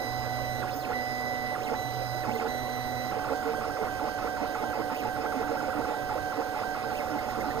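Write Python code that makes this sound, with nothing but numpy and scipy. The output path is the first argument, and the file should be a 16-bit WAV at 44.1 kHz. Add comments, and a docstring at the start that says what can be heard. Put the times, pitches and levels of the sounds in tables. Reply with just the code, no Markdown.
"""At a table, close to a working desktop 3D printer, heard through a pair of microphone ports.
Stepper motors speed up, cruise and brake, so their step tones climb, hold and fall: long strokes round
the outline, then short ones for the filling. Linking moves chirp, a high hiss pulses, the table hums.
The frame lurches and rattles at the turns, and cooling fans hum steadily over their own hiss."""
import sys
import numpy as np
from scipy import signal
from scipy.fft import rfft, irfft, next_fast_len
from scipy.io import wavfile
from scipy.ndimage import uniform_filter1d

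SR = 44100
rng = np.random.default_rng(int(sys.argv[2]) if len(sys.argv) > 2 else 0)


def output_pcm(signal):
    """Save a mono or channel-first signal as 16-bit PCM at the path in sys.argv[1].

    Samples are clipped to [-1, 1] before scaling.
    """
    pcm = np.clip(np.atleast_2d(signal).T, -1, 1) * 32767
    wavfile.write(sys.argv[1], SR, np.round(pcm).astype(np.int16))


N = 335160

# Fan blade and motor tones: (pitch [Hz], level [dB], rms waver [Hz])
FAN_TONE_LEVELS = [(744.2, -40.5, 1.006), (1513, -60, 1.64), (1962, -55.5, 0.87), (64, -73, 0.12)]
# Fan air: (frequency [Hz], relative density [dB])
FAN_AIR = [(30, -6), (130, -2.5), (175, -17), (260, -6.5), (350, -6.5), (440, -4.5), (550, -1.5), (680, -2),
           (850, -7), (1400, -5), (1750, -13.5), (2050, -11), (3200, -19), (7000, -17.5), (8200, -20),
           (12000, -25.5), (14500, -30)]
# Peaks and notches that colour the noises: (centre [Hz], width [Hz], relative gain [dB])
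NOISE_PEAKS_AND_NOTCHES = [(229.9, 11.6, 12), (326, 34, 3.5), (456, 24, 11), (532.5, 32, 15),
                           (597.3, 44, 20), (851, 29, 7), (1050, 195, 10.5), (1386, 90, -5.5),
                           (2117, 12, 8), (2568, 32, 10), (4500, 48, -41), (5076, 107, 14), (5340, 65, -11),
                           (8000, 35, -44), (10260, 430, -24)]

# Long strokes round the outline; motor tone levels are taken before the frame colours them:
# (cruise start [s], cruise end [s], microstep tone [dB], overtones [dB], full-step push [dB],
# growl [dB], microstep tone's gain on the ramps [dB])
OUTLINE_STROKES = [(-0.1, 0.619, -43.5, -51.5, -46, -61, 4.5), (0.936, 1.546, -39, -56, -54.5, -57.5, -1.5),
                   (1.755, 2.233, -45.5, -51, -47, -73, 4), (2.483, 3.109, -44.5, -50.5, -51, -57, 2.5)]
# Short strokes of the filling: (cruise start [s], cruise end [s], microstep tone [dB], overtones [dB])
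FILL_STROKES = [(3.2, 3.241, -42, -56), (3.339, 3.424, -43, -59), (3.552, 3.606, -42, -56.5),
                (3.709, 3.764, -41.5, -58), (3.887, 3.991, -41, -55.5), (4.097, 4.183, -42, -57),
                (4.283, 4.366, -40.5, -59), (4.467, 4.548, -43, -58), (4.646, 4.728, -41, -56),
                (4.823, 4.894, -44, -58), (5.092, 5.162, -43, -59), (5.268, 5.32, -40, -59),
                (5.44, 5.474, -41.5, -62), (5.576, 5.602, -40, -59), (5.709, 5.726, -41.5, -62),
                (5.825, 5.846, -40.5, -62), (5.949, 6.09, -43, -58), (6.189, 6.32, -41, -58),
                (6.429, 6.543, -43, -60), (6.643, 6.745, -40.5, -60), (6.85, 6.9, -41.5, -59)]
# Quick jumps that brake before full speed: (fastest moment [s], top microstep rate [Hz],
# acceleration [Hz/s], microstep tone [dB], overtones [dB], full-step push [dB], growl [dB])
JUMP_MOVES = [(.771, 6750, 53000, -48, -63, -60, -60), (1.649, 4050, 53000, -47.5, -56, -63, -60),
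              (2.356, 4650, 53000, -49, -58, -55, -58), (4.985, 3600, 39000, -49, -57, -58, -56),
              (6.975, 3400, 45000, -49, -58, -60, -60), (7.088, 2000, 45000, -50, -58, -62, -60),
              (7.195, 2180, 45000, -47, -58, -62, -60), (7.305, 2180, 45000, -46, -60, -62, -60),
              (7.415, 2180, 45000, -46, -60, -62, -60), (7.516, 2150, 45000, -46, -60, -62, -60)]
# Links too short to cruise: (fastest moment [s], top microstep rate [Hz], microstep tone [dB])
LINK_MOVES = [(3.29, 1494, -42), (3.459, 1545, -44), (3.495, 1534, -46), (3.645, 1468, -41),
              (3.83, 1520, -44), (4.236, 1540, -53), (4.421, 1378, -47), (5.209, 1567, -50),
              (5.353, 1533, -50), (5.518, 1467, -45), (5.645, 1502, -47), (5.775, 1508, -45),
              (5.89, 1520, -44.5), (6.129, 1436, -51), (6.364, 1544, -48), (7.06, 1455, -46.5),
              (7.24, 1517, -48), (7.299, 1510, -51), (7.365, 1470, -46), (7.46, 1520, -46),
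              (7.569, 1503, -46)]
# Overtones of the step tone: (multiple of the microstep rate [ratio], gain [dB])
STEP_OVERTONES = [(2, 4), (3, -4.5), (4, -6), (5, -4), (6, -1.5), (7, -7)]
# Motor growl: (multiple of the full-step rate [ratio], gain [dB])
GROWL_PARTIALS = [(2, 2), (3, 0.5), (4, -2), (5, -0.5), (6, -3.5), (14, -27), (15, 5.5), (17, 1.5)]
# How well the frame radiates a motor tone: (frequency [Hz], gain [dB])
FRAME_RESPONSE = [(180, -14.5), (280, 8.5), (370, -9.5), (480, 1.5), (850, -8.5), (1300, -2), (1563, -8.5),
                  (1800, -9), (2050, -1.5), (2600, 0), (3200, -13.5), (4000, -8), (4500, -12), (5050, -8),
                  (5500, -20), (6000, -3), (8000, -3), (10900, -18), (12000, -17), (14000, -14)]
# Parts of the frame that a passing tone sets ringing: (centre [Hz], width [Hz], gain [dB])
FRAME_MODES = [(442, 7.5, 5), (853, 22, 9.5), (1096, 16, 2), (1398, 69, 3), (2020, 50, -6), (2630, 70, -3),
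               (4230, 37, -1), (5100, 65, 10)]
# Whistles during the outline: (start [s], end [s], level before the fade [dB])
WHISTLE_SWELLS = [(-0.05, 0.618, -54.5), (0.939, 1.544, -55), (1.892, 2.224, -55.5), (2.838, 3.11, -63)]
# High hiss: (frequency [Hz], relative density [dB])
HIGH_HISS_SPECTRUM = [(8000, -6), (10000, -9), (13000, -9.5), (14500, -2), (15500, -4)]

# Lurches of the frame as the carriage reverses: (strongest moment [s], rumble [dB])
LURCHES = [(0.02, -42.5), (0.63, -57), (0.86, -50), (1.65, -43), (0.905, -46), (1.725, -38.5),
           (2.29, -36.5), (2.4, -39.5), (2.47, -44), (3.17, -41), (3.32, -39), (3.49, -42), (3.58, -41),
           (3.68, -42), (3.83, -38), (4.04, -37), (4.25, -39), (4.42, -37.5), (4.51, -48), (4.64, -39.5),
           (4.8, -36.5), (4.93, -41), (5.06, -38.5), (5.25, -39), (5.42, -39), (5.52, -35), (5.69, -43),
           (5.79, -37.5), (5.9, -38), (6.16, -39.5), (6.39, -36.5), (6.65, -40), (6.85, -41), (6.981, -45),
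           (7.15, -39.5), (7.28, -48), (7.39, -37), (7.49, -52), (7.58, -39)]
# Frame rumble: (frequency [Hz], relative density [dB])
RUMBLE_SPECTRUM = [(150, -16.5), (230, -5), (300, 6), (370, -10), (450, -0.5), (600, -15.5), (700, 5),
                   (900, 1), (1000, -9), (2000, -69)]
# Frame rattle: (frequency [Hz], relative density [dB])
RATTLE_SPECTRUM = [(700, -24), (850, 3.5), (1000, -11), (1400, 12.5), (1600, -4.5), (1800, -2.5), (2100, 3),
                   (2600, -7), (3300, -16.5), (5000, -19), (9000, -49), (15000, -60)]
# Brief notes at the turns: (middle [s], length [s], pitch [Hz], level [dB])
TURN_NOTES = [(0.72, 0.02, 4200, -59), (0.739, 0.022, 5050, -56), (0.801, 0.022, 5050, -56),
              (0.819, 0.02, 4200, -59), (4.26, 0.032, 467, -47), (4.63, 0.03, 543, -44),
              (5.52, 0.03, 471, -43), (6.4, 0.035, 468, -42), (3.33, 0.025, 545, -42),
              (0.77, 0.05, 282, -47), (0.86, 0.04, 280, -51), (0.91, 0.04, 493, -44),
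              (1.58, 0.03, 836, -45), (2.46, 0.03, 843, -41), (3.54, 0.025, 854, -45),
              (4.03, 0.05, 280, -53), (4.43, 0.05, 300, -54), (4.92, 0.04, 490, -53),
              (4.93, 0.04, 287, -53), (5.2, 0.04, 290, -50), (5.26, 0.025, 840, -46),
              (5.42, 0.025, 862, -41), (5.66, 0.06, 284, -45), (5.69, 0.03, 524, -39.5),
              (6.62, 0.03, 480, -51), (7.04, 0.03, 542, -42.5), (7.04, 0.025, 850, -40),
              (7.29, 0.025, 840, -39), (7.39, 0.04, 844, -46), (0.655, 0.04, 797, -46),
              (1.645, 0.014, 3950, -54), (3.14, 0.035, 822, -38.5), (3.63, 0.025, 860, -42),
              (4.21, 0.027, 835, -40), (4.565, 0.025, 850, -39), (6.12, 0.025, 838, -38),
              (6.925, 0.023, 850, -41), (0.856, 0.015, 4200, -59), (1.686, 0.063, 2110, -46),
              (1.725, 0.0198, 475, -39), (1.739, 0.029, 870, -39), (2.276, 0.049, 845, -44),
              (2.305, 0.028, 2210, -43), (2.35, 0.074, 233, -48), (2.362, 0.025, 2040, -40),
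              (2.371, 0.053, 448, -40), (2.408, 0.027, 2140, -45), (2.426, 0.053, 461, -43),
              (2.429, 0.017, 1350, -42), (2.463, 0.058, 452, -40), (3.177, 0.024, 464, -40),
              (3.321, 0.052, 457, -38), (3.326, 0.056, 274, -47), (3.475, 0.071, 282, -46),
              (3.485, 0.028, 2100, -48), (3.501, 0.093, 455, -36.5), (3.82, 0.024, 2090, -46),
              (3.825, 0.059, 437, -40.5), (4.02, 0.028, 883, -41), (4.232, 0.034, 1285, -42),
              (4.396, 0.027, 905, -39), (4.596, 0.027, 1240, -42), (4.625, 0.031, 450, -41.5),
              (4.758, 0.039, 851, -37), (4.915, 0.03, 880, -41), (5.06, 0.023, 458, -41),
              (5.07, 0.05, 848, -37), (5.348, 0.049, 851, -41), (5.377, 0.05, 264, -41.5),
              (5.413, 0.029, 447, -38), (5.46, 0.039, 286, -55), (5.53, 0.087, 284, -45),
              (5.539, 0.047, 558, -44), (5.634, 0.023, 848, -36), (5.775, 0.08, 297, -44.5),
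              (5.8, 0.026, 458, -42), (5.897, 0.05, 295, -48), (5.905, 0.052, 485, -42),
              (5.943, 0.026, 848, -39), (6.165, 0.019, 525, -39), (6.394, 0.05, 290, -49),
              (6.571, 0.028, 850, -37), (6.77, 0.03, 830, -40), (7.01, 0.027, 2140, -44),
              (7.144, 0.06, 292, -43), (7.193, 0.02, 2070, -39), (7.306, 0.02, 2090, -44),
              (7.415, 0.022, 2100, -47), (7.515, 0.025, 1810, -46), (7.49, 0.055, 290, -42),
              (7.115, 0.025, 1450, -49), (7.14, 0.02, 1400, -47), (7.35, 0.02, 1450, -49),
              (7.568, 0.028, 1210, -49), (7.582, 0.073, 453, -44)]

# The right microphone port over the left: (frequency [Hz], gain [dB])
RIGHT_GAIN = [(30, 14), (70, 12), (140, 14.5), (300, 11.5), (500, 10), (1050, 3.5), (1380, 3.5),
              (1570, 10.5), (2300, 2.5), (3000, 8), (5000, 9), (6600, 2), (8800, 0.5), (10500, 5),
              (12000, 7), (15500, 11.5)]
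# The right port ahead of the left: (frequency [Hz], phase lead [rad])
RIGHT_LEAD = [(0, -1.6), (500, -.9), (1200, .1), (2000, 2.5), (2450, 3.1), (4000, 6.3), (5300, 9.4),
              (6700, 12.5), (7500, 15.5), (8200, 15.9), (8350, 18.6), (9000, 18.9), (10100, 22.0),
              (15400, 34.5)]
# How alike the noise is at the two ports: (frequency [Hz], coherence [0-1])
PORT_COHERENCE = [(60, .45), (200, .3), (400, .75), (750, .95), (2400, .8), (3200, .5), (5500, .6),
                  (6600, .85), (7200, .45), (7600, .98), (8900, .95), (9500, .45), (11000, .35),
                  (14500, .6)]

MICROSTEPS = 16  # to a full step
OUTLINE_HZ, FILL_HZ = 1988, 1563  # microstep rates at cruise
PRINT_ACCEL, FILL_ACCEL = 40000, 38000  # change of microstep rate [Hz/s]
OUTLINE_END_S, FILL_END_S = OUTLINE_STROKES[-1][1], FILL_STROKES[-1][1]


def gain_of(db):
    """Decibels to amplitude."""
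    return 10 ** (np.asarray(db) / 20)


def unit_rms(x):
    """Scales to rms 1."""
    return x / np.sqrt(np.mean(x ** 2) + 1e-20)


def curve_at(points, hz):
    """Reads a curve on a log-frequency axis."""
    f, value = np.transpose(points)
    return np.interp(np.log(hz + 1), np.log(f + 1), value)


def drift(top_hz, t, low=.05):
    """Random wander: sines from low x top_hz up to top_hz, rms 1."""
    coarse = np.append(t[::64], t[-1])
    rates = top_hz * np.geomspace(low, 1, num=16)
    waves = sum(np.sin(2 * np.pi * (f * coarse + rng.random())) / np.sqrt(f) for f in rates)
    return np.interp(t, coarse, unit_rms(waves))


def add(mix, start_s, sound):
    """Mixes a sound in, dropping what falls outside the mix."""
    at = round(start_s * SR)
    part = mix[max(at, 0):max(at + len(sound), 0)]
    part += sound[max(-at, 0):][:len(part)]


def to_right(hz):
    """Gain and phase lead of the right port against the left."""
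    return gain_of(curve_at(RIGHT_GAIN, hz)) * np.exp(1j * np.interp(hz, *np.transpose(RIGHT_LEAD)))


def port_noise(spectrum, peak_share, patchy_db):
    """Noise coloured by a spectrum, peaks and notches, partly alike at the ports; the left has rms 1."""
    frames, hz = N // 1024 + 5, np.fft.rfftfreq(4096, 1 / SR)
    a, b, c, d, patches = rng.standard_normal((frames, len(hz), 5)).T
    patches = uniform_filter1d(patches, size=50, axis=0)  # neighbouring frequencies flicker together
    patches = unit_rms(uniform_filter1d(patches, size=2, axis=1))
    peaks_db = sum(db / (1 + (2 * (hz - f) / width) ** 2) for f, width, db in NOISE_PEAKS_AND_NOTCHES)
    colour_db = curve_at(spectrum, hz) + peak_share * peaks_db
    coherence = np.clip(curve_at(PORT_COHERENCE, hz), 0, 1)[:, None]
    left, unrelated = a + 1j * b, c + 1j * d
    right = to_right(hz)[:, None] * (coherence * left + np.sqrt(1 - coherence ** 2) * unrelated)
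    spectra = np.array([left, right]) * gain_of(colour_db[:, None] + patchy_db * patches)
    pair = signal.istft(spectra, nperseg=4096, noverlap=3072)[1][:, :N]
    return pair / np.sqrt(np.mean(pair[0] ** 2))


def fan_tones(t):
    """The fans' blade and motor tones, wavering a little in pitch and level."""
    out = np.zeros(N)
    for hz, db, waver_hz in FAN_TONE_LEVELS:
        level = np.sqrt(2) * gain_of(db + .8 * drift(20, t, low=.22))
        cycles = np.cumsum(hz + waver_hz * drift(4.5, t)) / SR
        out += level * np.sin(2 * np.pi * (cycles + rng.random()))
    return out


def fan_hiss():
    """Air rushing steadily through the fans."""
    return gain_of(-44.5) * port_noise(FAN_AIR, peak_share=.42, patchy_db=2)


def stepper_move(start, end, top_hz, accel, step_db, overtone_db, push_db, growl_db,
                 smear_db, ramp_db, phases):
    """A motor speeds up, cruises from start to end, brakes. 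Gives onset, tones, push and coil load."""
    ramp_s = top_hz / accel
    t = np.arange(start - ramp_s, end + ramp_s, 1 / SR)
    hz = np.clip(top_hz + accel * np.minimum(t - start, end - t), 0, top_hz)
    ramping = np.clip(48 * (1 - hz / top_hz), 0, 1)
    # above printing speed the steps come unevenly and weaker
    racing = np.clip(hz / OUTLINE_HZ - 1, 0, 1) + 3 * np.clip(hz / 5300 - 1, 0, 1)
    steps = np.cumsum(hz * (1 + .02 * racing * drift(300, t, low=.45))) / SR
    full_step_angle = 2 * np.pi * steps / MICROSTEPS
    braking_db = 1.0 * (t > end)
    partials = [(1, step_db - 9 * racing + (ramp_db + braking_db) * ramping)]
    # uneven step timing on the ramps dulls the overtones; they throb with every second full step
    overtones_db = overtone_db + smear_db * ramping + .87 * np.cos(full_step_angle / 2)
    partials += [(k, overtones_db + db) for k, db in STEP_OVERTONES]
    partials += [(k / MICROSTEPS, growl_db + db) for k, db in GROWL_PARTIALS]
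    tones = np.zeros(len(t))
    for (k, db), phase in zip(partials, phases):
        radiated = gain_of(db + curve_at(FRAME_RESPONSE, k * hz)) * (k * hz < SR / 2)
        tones += radiated * np.sin(2 * np.pi * (k * steps + phase))
    rasp_db = np.clip(hz / 700 - 1.5, .7, 3) * ramping * drift(220, t, low=.2)  # fast ramps are roughest
    tones *= gain_of(.9 * drift(40, t) + rasp_db)
    tones *= np.clip((hz - 300) / 390, 0, 1)  # silent near standstill
    push = gain_of(push_db) * np.sin(full_step_angle)
    pulsing = 1 + .27 * np.cos(full_step_angle / 2) + .4 * np.cos(full_step_angle)
    load = np.minimum(hz / OUTLINE_HZ, 1) ** 2.6 * pulsing
    return t[0], np.sqrt(2) * tones, np.sqrt(2) * push, load


def motors():
    """The steppers run through every move. Gives step tones, full-step push and coil load."""
    print_smear_db, jump_smear_db, ramp_db = -10, -3, 1  # overtones and step tone on the ramps
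    push_db, growl_db, link_overtone_db = -68, -61.5, -69
    shared = push_db, growl_db, print_smear_db, ramp_db
    moves = [(start, end, OUTLINE_HZ, PRINT_ACCEL, *levels, print_smear_db, own_ramp_db)
             for start, end, *levels, own_ramp_db in OUTLINE_STROKES]
    moves += [(start, end, FILL_HZ, FILL_ACCEL, *levels, *shared) for start, end, *levels in FILL_STROKES]
    moves += [(s, s, *jump, jump_smear_db, ramp_db) for s, *jump in JUMP_MOVES]
    # on the slanting jumps after the outline a second motor runs along, slower and quieter
    moves += [(s, s, .84 * hz, .84 * accel, *np.subtract(levels, 5), jump_smear_db, ramp_db)
              for s, hz, accel, *levels in JUMP_MOVES if s > OUTLINE_END_S]
    moves += [(s, s, hz, PRINT_ACCEL, db, link_overtone_db, *shared) for s, hz, db in LINK_MOVES]
    tracks = np.zeros((3, N))
    for move, phases in zip(moves, rng.random((len(moves), 20))):
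        onset, *parts = stepper_move(*move, phases)
        for track, part in zip(tracks, parts):
            add(track, onset, part)
    return tracks


def frame_ring(step_tones):
    """Parts of the frame ring as a motor tone passes their pitch."""
    return sum(gain_of(db) * signal.lfilter(*signal.iirpeak(hz, hz / width, SR), step_tones)
               for hz, width, db in FRAME_MODES)


def whistles(fade_db_per_s=20):
    """Two close whistles ride on the outline strokes; the upper one swells more slowly."""
    out = np.zeros(N)
    for start, end, db in WHISTLE_SWELLS:
        t = np.arange(0, end - start, 1 / SR)
        for hz, rise_s in (4936, .022), (5006, .182):
            gate = np.clip(np.minimum(t / rise_s, t[::-1] / .01), 0, 1)
            level_db = db - fade_db_per_s * np.maximum(t - rise_s, 0) + 1.7 * drift(18, t, low=.28)
            add(out, start, gate * gain_of(level_db) * np.sin(2 * np.pi * hz * t))
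    return out


def table_hum(push, ring_hz=123.1, width_hz=1.48):
    """The full steps push the table top, which rings on."""
    return signal.lfilter(*signal.iirpeak(ring_hz, ring_hz / width_hz, SR), push)


def high_hiss(t, load):
    """High hiss that grows with speed and pulses with the full steps; its level flutters at random."""
    level = gain_of(-66.5 + 1.7 * drift(60, t, low=.3)) * (1.5 + load)
    return level * port_noise(HIGH_HISS_SPECTRUM, peak_share=0, patchy_db=1.2)


def frame_rumble(t, rise_s=.02, fall_s=.044):
    """The frame lurches over a steady rumble when the carriage reverses."""
    power = gain_of(np.where(t < OUTLINE_END_S, -50.5, -48.5)) ** 2
    for s, db in LURCHES:
        power += gain_of(db) ** 2 * np.exp(-2 * np.maximum((s - t) / rise_s, (t - s) / fall_s))
    return np.sqrt(power) * port_noise(RUMBLE_SPECTRUM, peak_share=1.2, patchy_db=.8)


def frame_rattle(t, cruise_db=-55, settle_s=.0045):
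    """The frame rattles at the turns and calms while the head is at speed."""
    fast_spans = [row[:2] for row in OUTLINE_STROKES + FILL_STROKES]
    fast_spans += [(s - .5 * hz / accel, s + .5 * hz / accel) for s, hz, accel, *_ in JUMP_MOVES]
    at_speed = sum(1. * (start < t) * (t < end) for start, end in fast_spans).clip(0, 1)
    calm = uniform_filter1d(at_speed, size=int(settle_s * SR))
    turn_db = np.where(t < OUTLINE_END_S, -46., -45.)
    turn_db -= 1.5 * (t > FILL_END_S)  # the closing run of small moves rattles less
    level_db = turn_db + calm * (cruise_db - turn_db) + 1.2 * drift(30, t, low=.2)
    return gain_of(level_db) * port_noise(RATTLE_SPECTRUM, peak_share=1.2, patchy_db=1.5)


def low_throb(start=.053, end=.67, db=-56):
    """A throb at half the full-step rate during the first stroke."""
    out = np.zeros(N)
    t = np.arange(0, end - start, 1 / SR)
    tone = np.sin(np.pi * OUTLINE_HZ / MICROSTEPS * t)
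    add(out, start, gain_of(db) * tone * signal.windows.tukey(len(t), .4))
    return out


def turn_notes():
    """Brief notes at the turns, mostly on the frame's own pitches; they rise faster than they die."""
    out = np.zeros(N)
    for middle, length, hz, db in TURN_NOTES:
        t = np.arange(0, length, 1 / SR)
        envelope = np.sin(np.pi * (t / t[-1]) ** .73).clip(0) ** .81
        tone = np.sin(2 * np.pi * (hz * t + rng.random()))
        add(out, middle - length / 2, np.sqrt(2) * gain_of(db) * envelope * tone)
    return out


def driver_zips(switching_hz=19600, width_hz=640):
    """On jumps, noisy sidebands drop from the motor driver's switching tone by up to the step rate."""
    out = np.zeros(N)
    for s, top_hz, accel, *_ in JUMP_MOVES:
        t = np.arange(-top_hz / accel, top_hz / accel, 1 / SR)
        hz = top_hz - accel * abs(t)
        for share in np.linspace(.55, 1, num=7):
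            fuzz = unit_rms(uniform_filter1d(rng.standard_normal(len(t)), size=int(SR / width_hz)))
            sideband = np.sin(2 * np.pi * np.cumsum(switching_hz - share * hz) / SR)
            add(out, s + t[0], gain_of(-59) * hz / top_hz * fuzz * sideband)
    return out


def scene():
    """The printer from close by, louder at the right port, the table's hum most of all."""
    t = np.arange(N) / SR
    step_tones, push, load = motors()
    tones = step_tones + frame_ring(step_tones) + whistles() + turn_notes() + driver_zips() + fan_tones(t)
    hum = table_hum(push) + low_throb()
    left = tones + gain_of(-9) * hum
    size = next_fast_len(N + 512)
    right = irfft(rfft(tones + hum, size) * to_right(np.fft.rfftfreq(size, 1 / SR)), size)[:N]
    return np.array([left, right]) + frame_rumble(t) + frame_rattle(t) + high_hiss(t, load) + fan_hiss()


def record(dry):
    """Both microphone channels cut off steeply at 15.5 kHz."""
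    lowpass = signal.firwin(1501, 15510, window=("kaiser", 9), fs=SR)
    return signal.oaconvolve(dry, lowpass[None], "same")


dry = scene()
out = record(dry)
output_pcm(out)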